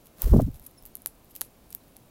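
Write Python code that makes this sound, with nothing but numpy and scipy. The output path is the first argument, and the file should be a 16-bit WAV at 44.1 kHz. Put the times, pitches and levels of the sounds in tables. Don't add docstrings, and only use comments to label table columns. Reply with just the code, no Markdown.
import sys
import numpy as np
from scipy import signal
from scipy.fft import rfft, irfft
from scipy.io import wavfile

SR = 44100
rng = np.random.default_rng(int(sys.argv[2]) if len(sys.argv) > 2 else 0)


def int16_out(signal):
    q = np.round(np.clip(np.atleast_2d(signal).T, -1, 1) * 32767)
    wavfile.write(sys.argv[1], SR, q.astype(np.int16))


N = 92610
TIME_S = np.arange(N) / SR
HISS_TOP_HZ = 15850
GRAIN_LOW_HZ = 2000


def undb(db):
    return 10 ** (np.asarray(db) / 20)


def unit(x):
    return x / np.sqrt(np.mean(x ** 2) + 1e-30)


def freqs(size):
    return np.maximum(np.fft.rfftfreq(size, 1 / SR), 1)


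def colour(points):
    hz, db = np.array(points).T
    return undb(np.interp(np.log(freqs(N)), np.log(hz), db))


def band_limit(x, gain):
    return unit(irfft(rfft(x) * gain * (freqs(N) < HISS_TOP_HZ), N))


def noise(gain):
    return band_limit(rng.standard_normal(N), gain)


def grains(spread_db, gain):
    struck = rng.random(N) < .1
    size_db = spread_db * np.minimum(rng.exponential(size=N), 4)
    hits = rng.standard_normal(N) * struck * undb(size_db)
    return band_limit(hits, gain)


def swell(at_s, sigma_s):
    return np.exp(-.5 * ((TIME_S - at_s) / sigma_s) ** 2)


def fade(t_s, t60_s):
    return np.exp(-np.log(1000) * t_s / t60_s)


def tail(x, t60_s, gain):
    ring = noise(gain) * fade(TIME_S, t60_s)
    return signal.fftconvolve(x, unit(ring) / np.sqrt(N))[:N]


def causal(gain):
    cepstrum = irfft(np.log(gain + 1e-9))
    half = len(cepstrum) // 2
    cepstrum[1:half] *= 2
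    cepstrum[half + 1:] = 0
    return np.exp(rfft(cepstrum))


def add(out, at_s, x):
    i = int(np.clip(at_s * SR, 0, N - 1))
    out[i:i + len(x)] += x[:N - i]


# hz [Hz], relative_db [dB per Hz]
GARDEN_COLOUR = [(12, -4), (20, 4.5), (274, -0.5), (452, -6), (614, -6), (1980, -21), (2210, -18.5),
                 (3450, -21.5), (3850, -20.5), (5090, -23), (8170, -23.5), (12800, -20), (15500, -20)]
GARDEN_RMS_DB = -57


def garden():
    return undb(GARDEN_RMS_DB) * noise(colour(GARDEN_COLOUR))


HUSK_T60_S, HUSK_DB, HUSK_LAG_S = 0.0023, -3.5, .0003


def husk(f_hz, ring_hz, half_width_hz, knock_db, low_hz):
    ring = 1 / (1 + ((f_hz - ring_hz) / half_width_hz) ** 2)
    low_cut = np.hypot(1, (low_hz / f_hz) ** 2)
    return np.hypot(ring, undb(knock_db)) / low_cut + 1e-4


def snap(ring_hz, half_width_hz, knock_db, low_hz, size=2048):
    gain = husk(freqs(size), ring_hz, half_width_hz, knock_db, low_hz)
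    spectrum = causal(gain)
    t_s = np.arange(size) / SR
    rattle = rng.standard_normal(size) * (t_s > HUSK_LAG_S) * fade(t_s, HUSK_T60_S)
    rattle = unit(rattle) / np.sqrt(size)
    rattling = spectrum * (1 + undb(HUSK_DB) * np.sqrt(gain) * rfft(rattle))
    return irfft(rattling) / np.abs(irfft(spectrum)).max()


# start_s [s], peak_db before rattle [dB], ring_hz [Hz], ring_half_width_hz [Hz], knock_db
# re ring [dB], low_hz lower edge [Hz]; the 1.072 s row thickens the window echo of the loud 1.0606 s click
BEAK_CLICKS = [(.0585, -37, 12840, 3480, -8, 1500), (.0700, -31.5, 12000, 3520, -6, 1490),
               (.2200, -8, 12900, 1770, -19.5, 3530), (0.3711, -27, 12100, 4000, 1, 2960),
               (0.4188, -27.5, 11000, 3960, 10, 2960), (.5157, -41, 13200, 2200, -16, 2000),
               (0.5444, -35.5, 11000, 2500, 5, 2500), (.5595, -44, 13000, 2000, -13, 2000),
               (0.5975, -32.5, 13100, 2200, -18, 2000), (.6188, -42, 12900, 2200, -22, 2000),
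               (.6260, -41, 11500, 2000, -16, 2000), (0.6525, -41, 11400, 1900, -24, 2000),
               (.6640, -30, 11900, 1700, -18, 2500), (.6664, -25, 11600, 1790, -21.5, 2500),
               (.6703, -31.5, 11500, 1400, -34, 2500), (.7117, -43.5, 12500, 1800, -24, 2000),
               (0.8254, -34.5, 13600, 2700, -28, 3000), (.8364, -37, 12600, 2650, -10, 2000),
               (0.8542, -26, 12400, 2090, -16.5, 1200), (0.8621, -28.5, 13400, 2200, -27, 3000),
               (.9539, -18, 11700, 1610, -26, 696), (0.9697, -29, 11500, 1800, -20, 2000),
               (1.0034, -48, 11100, 1500, -22, 2000), (1.02, -34, 11200, 1400, -29, 2000),
               (1.0606, -5.5, 11940, 1800, -14.5, 120), (1.072, -19, 11000, 1500, -38, 1000),
               (1.0754, -30, 11600, 1800, -27, 2000), (1.2462, -42.5, 13400, 1600, -26, 2000),
               (1.3532, -24.5, 13000, 3200, -11, 2500), (1.358, -29, 12500, 2000, -23, 2500),
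               (1.3630, -19.5, 12800, 2600, -11, 2200), (1.4109, -9.5, 11450, 2370, -13.5, 3200),
               (1.4160, -4.5, 12400, 2180, -8.5, 150), (1.7054, -31.5, 12300, 2000, -31, 2000),
               (1.7253, -31.5, 10000, 3000, -1, 2500), (1.7280, -22.5, 12500, 2300, -4, 3300),
               (1.7494, -15, 13000, 2700, -22, 900), (1.9624, -41, 4000, 1200, -10, 2500),
               (1.9672, -28, 11800, 2200, -13.5, 2500)]
TICKS_PER_S, TICK_MIN_DB, TICK_SPREAD_DB = 14, -52, 6


def beaks():
    out = np.zeros(N)
    for start_s, peak_db, ring_hz, half_width_hz, knock_db, low_hz in BEAK_CLICKS:
        add(out, start_s, undb(peak_db) * snap(ring_hz, half_width_hz, knock_db, low_hz))
    for when, size, pitch in rng.random((int(TICKS_PER_S * N / SR), 3)):
        tick = snap(10500 + 3000 * pitch, half_width_hz=2200, knock_db=-22, low_hz=GRAIN_LOW_HZ)
        add(out, when * N / SR, undb(TICK_MIN_DB + TICK_SPREAD_DB * size) * tick)
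    return out


# hz [Hz], relative_db [dB]
YARD_TINT = [(500, -1), (3000, -3.5), (7000, -2.5), (11000, 1.5), (16000, -13)]
YARD_T60_S, YARD_DB = 0.14, -18.5
WINDOW_DELAY_S, WINDOW_DB = .0098, -24.5


def surroundings(pecks):
    echoes = undb(YARD_DB) * tail(pecks, YARD_T60_S, colour(YARD_TINT))
    add(echoes, WINDOW_DELAY_S, undb(WINDOW_DB) * pecks)
    return echoes


# centre_s [s], sigma_s [s], level_db rms at swell peak [dB], ring_hz [Hz]
SEED_SCUFFS = [(0.063, 0.012, -59, 12500), (.419, 0.0049, -52, 9100), (0.556, 0.013, -56.5, 11500),
               (0.645, 0.0088, -55.5, 11500), (.867, 0.0072, -53.5, 14000), (.882, 0.016, -61, 13000),
               (1.311, 0.0088, -56.5, 12300), (1.368, 0.013, -51, 12200), (1.437, 0.021, -53.5, 11400),
               (1.711, 0.0052, -55, 12100), (1.735, 0.016, -68, 12500), (1.90, 0.018, -69, 11000)]
SCUFF_HALF_WIDTH_HZ, SCUFF_KNOCK_DB, SCUFF_SPREAD_DB = 1500, -15, 0.5


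def loose_seed():
    out = np.zeros(N)
    for centre_s, sigma_s, level_db, ring_hz in SEED_SCUFFS:
        gain = husk(freqs(N), ring_hz, SCUFF_HALF_WIDTH_HZ, SCUFF_KNOCK_DB, GRAIN_LOW_HZ)
        out += undb(level_db) * swell(centre_s, sigma_s) * grains(SCUFF_SPREAD_DB, gain)
    return out


# time_s [s], rms_db [dB]
FEATHER_LEVEL = [(.165, -61), (0.215, -48), (0.222, -41.5), (.27, -44.5), (.33, -47), (.42, -53),
                 (.47, -61), (.53, -71), (.70, -70)]
# hz [Hz], relative_db [dB per Hz]
FEATHER_TINT = [(300, 6.5), (1200, 2.5), (2200, -6.5), (6000, -4), (9000, -5), (14000, 2), (16000, -1)]
FEATHER_CRACKLE_DB = 2.5


def feathers():
    time_s, rms_db = np.array(FEATHER_LEVEL).T
    effort = undb(np.interp(TIME_S, time_s, rms_db, left=-120, right=-120))
    return effort * grains(FEATHER_CRACKLE_DB, colour(FEATHER_TINT))


# centre_s [s], sigma_s [s], level_db rms at swell peak [dB], upper_edge_hz [Hz]
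WING_GUSTS = [(0.248, 0.0081, -14.5, 60), (0.274, 0.0085, -34.5, 400), (0.298, 0.0069, -18.5, 70),
              (0.322, 0.0059, -7, 115), (.339, 0.0058, -18, 597), (.347, 0.0073, -13, 228),
              (.364, 0.0034, -10, 357), (0.383, 0.0058, -12.5, 228), (.399, 0.0047, -20.5, 706),
              (0.42, 0.0079, -20.5, 274), (0.438, 0.0094, -21, 80), (0.465, 0.0055, -27.5, 198),
              (.482, 0.0049, -27, 280), (0.494, 0.0065, -33.5, 103), (0.534, 0.014, -40.5, 91),
              (0.602, .012, -48.5, 69.5), (0.844, .020, -51.5, 44.7)]
GUST_SLOPE_ORDER, GUST_LOW_HZ = 4.01, 9.9


def wing_gusts():
    out, f_hz = np.zeros(N), freqs(N)
    for centre_s, sigma_s, level_db, upper_edge_hz in WING_GUSTS:
        shape = swell(centre_s, sigma_s)
        low_cut = f_hz ** 2 / (f_hz ** 2 + GUST_LOW_HZ ** 2)
        band = low_cut / np.hypot(1, (f_hz / upper_edge_hz) ** GUST_SLOPE_ORDER)
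        eddies = irfft(rfft(shape * rng.standard_normal(N)) * causal(band), N)
        out += undb(level_db) * unit(eddies) * np.sqrt(np.mean(shape ** 2))
    return out


# centre_s [s], sigma_s [s], pitch_hz at centre [Hz], glide_hz_per_s [Hz/s],
# level_db peak of fundamental [dB], octave_db re fundamental [dB]
BIRD_CHIRPS = [(0.785, 0.0062, 5366, -9000, -55.5, 1.5), (1.815, 0.006, 4030, 20002, -67, -20)]
CHIRP_WAVER_RMS_HZ, CHIRP_WAVER_RATE_HZ = 70, 215
CHIRP_ECHO_DB, CHIRP_T60_S = -8.5, 0.27


def chirps():
    out = np.zeros(N)
    waver_hz = CHIRP_WAVER_RMS_HZ * noise(1 / (1 + (freqs(N) / CHIRP_WAVER_RATE_HZ) ** 4))
    for centre_s, sigma_s, pitch_hz, glide_hz_per_s, level_db, octave_db in BIRD_CHIRPS:
        glide_hz = glide_hz_per_s * (TIME_S - centre_s)
        phase = 2 * np.pi * np.cumsum(pitch_hz + glide_hz + waver_hz) / SR
        whistle = np.sin(phase) + undb(octave_db) * np.sin(2 * phase)
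        out += undb(level_db) * swell(centre_s, sigma_s) * whistle
    return out + undb(CHIRP_ECHO_DB) * tail(out, CHIRP_T60_S, 1)


def scene():
    pecks = beaks()
    mix = garden() + pecks + surroundings(pecks) + loose_seed()
    mix += feathers() + wing_gusts() + chirps()
    return mix[None]


TOP_HZ = 16350


def record(dry):
    cut = 1 / np.hypot(1, (freqs(N) / TOP_HZ) ** 120)
    return irfft(rfft(dry) * cut, N)


dry = scene()
out = record(dry)
int16_out(out)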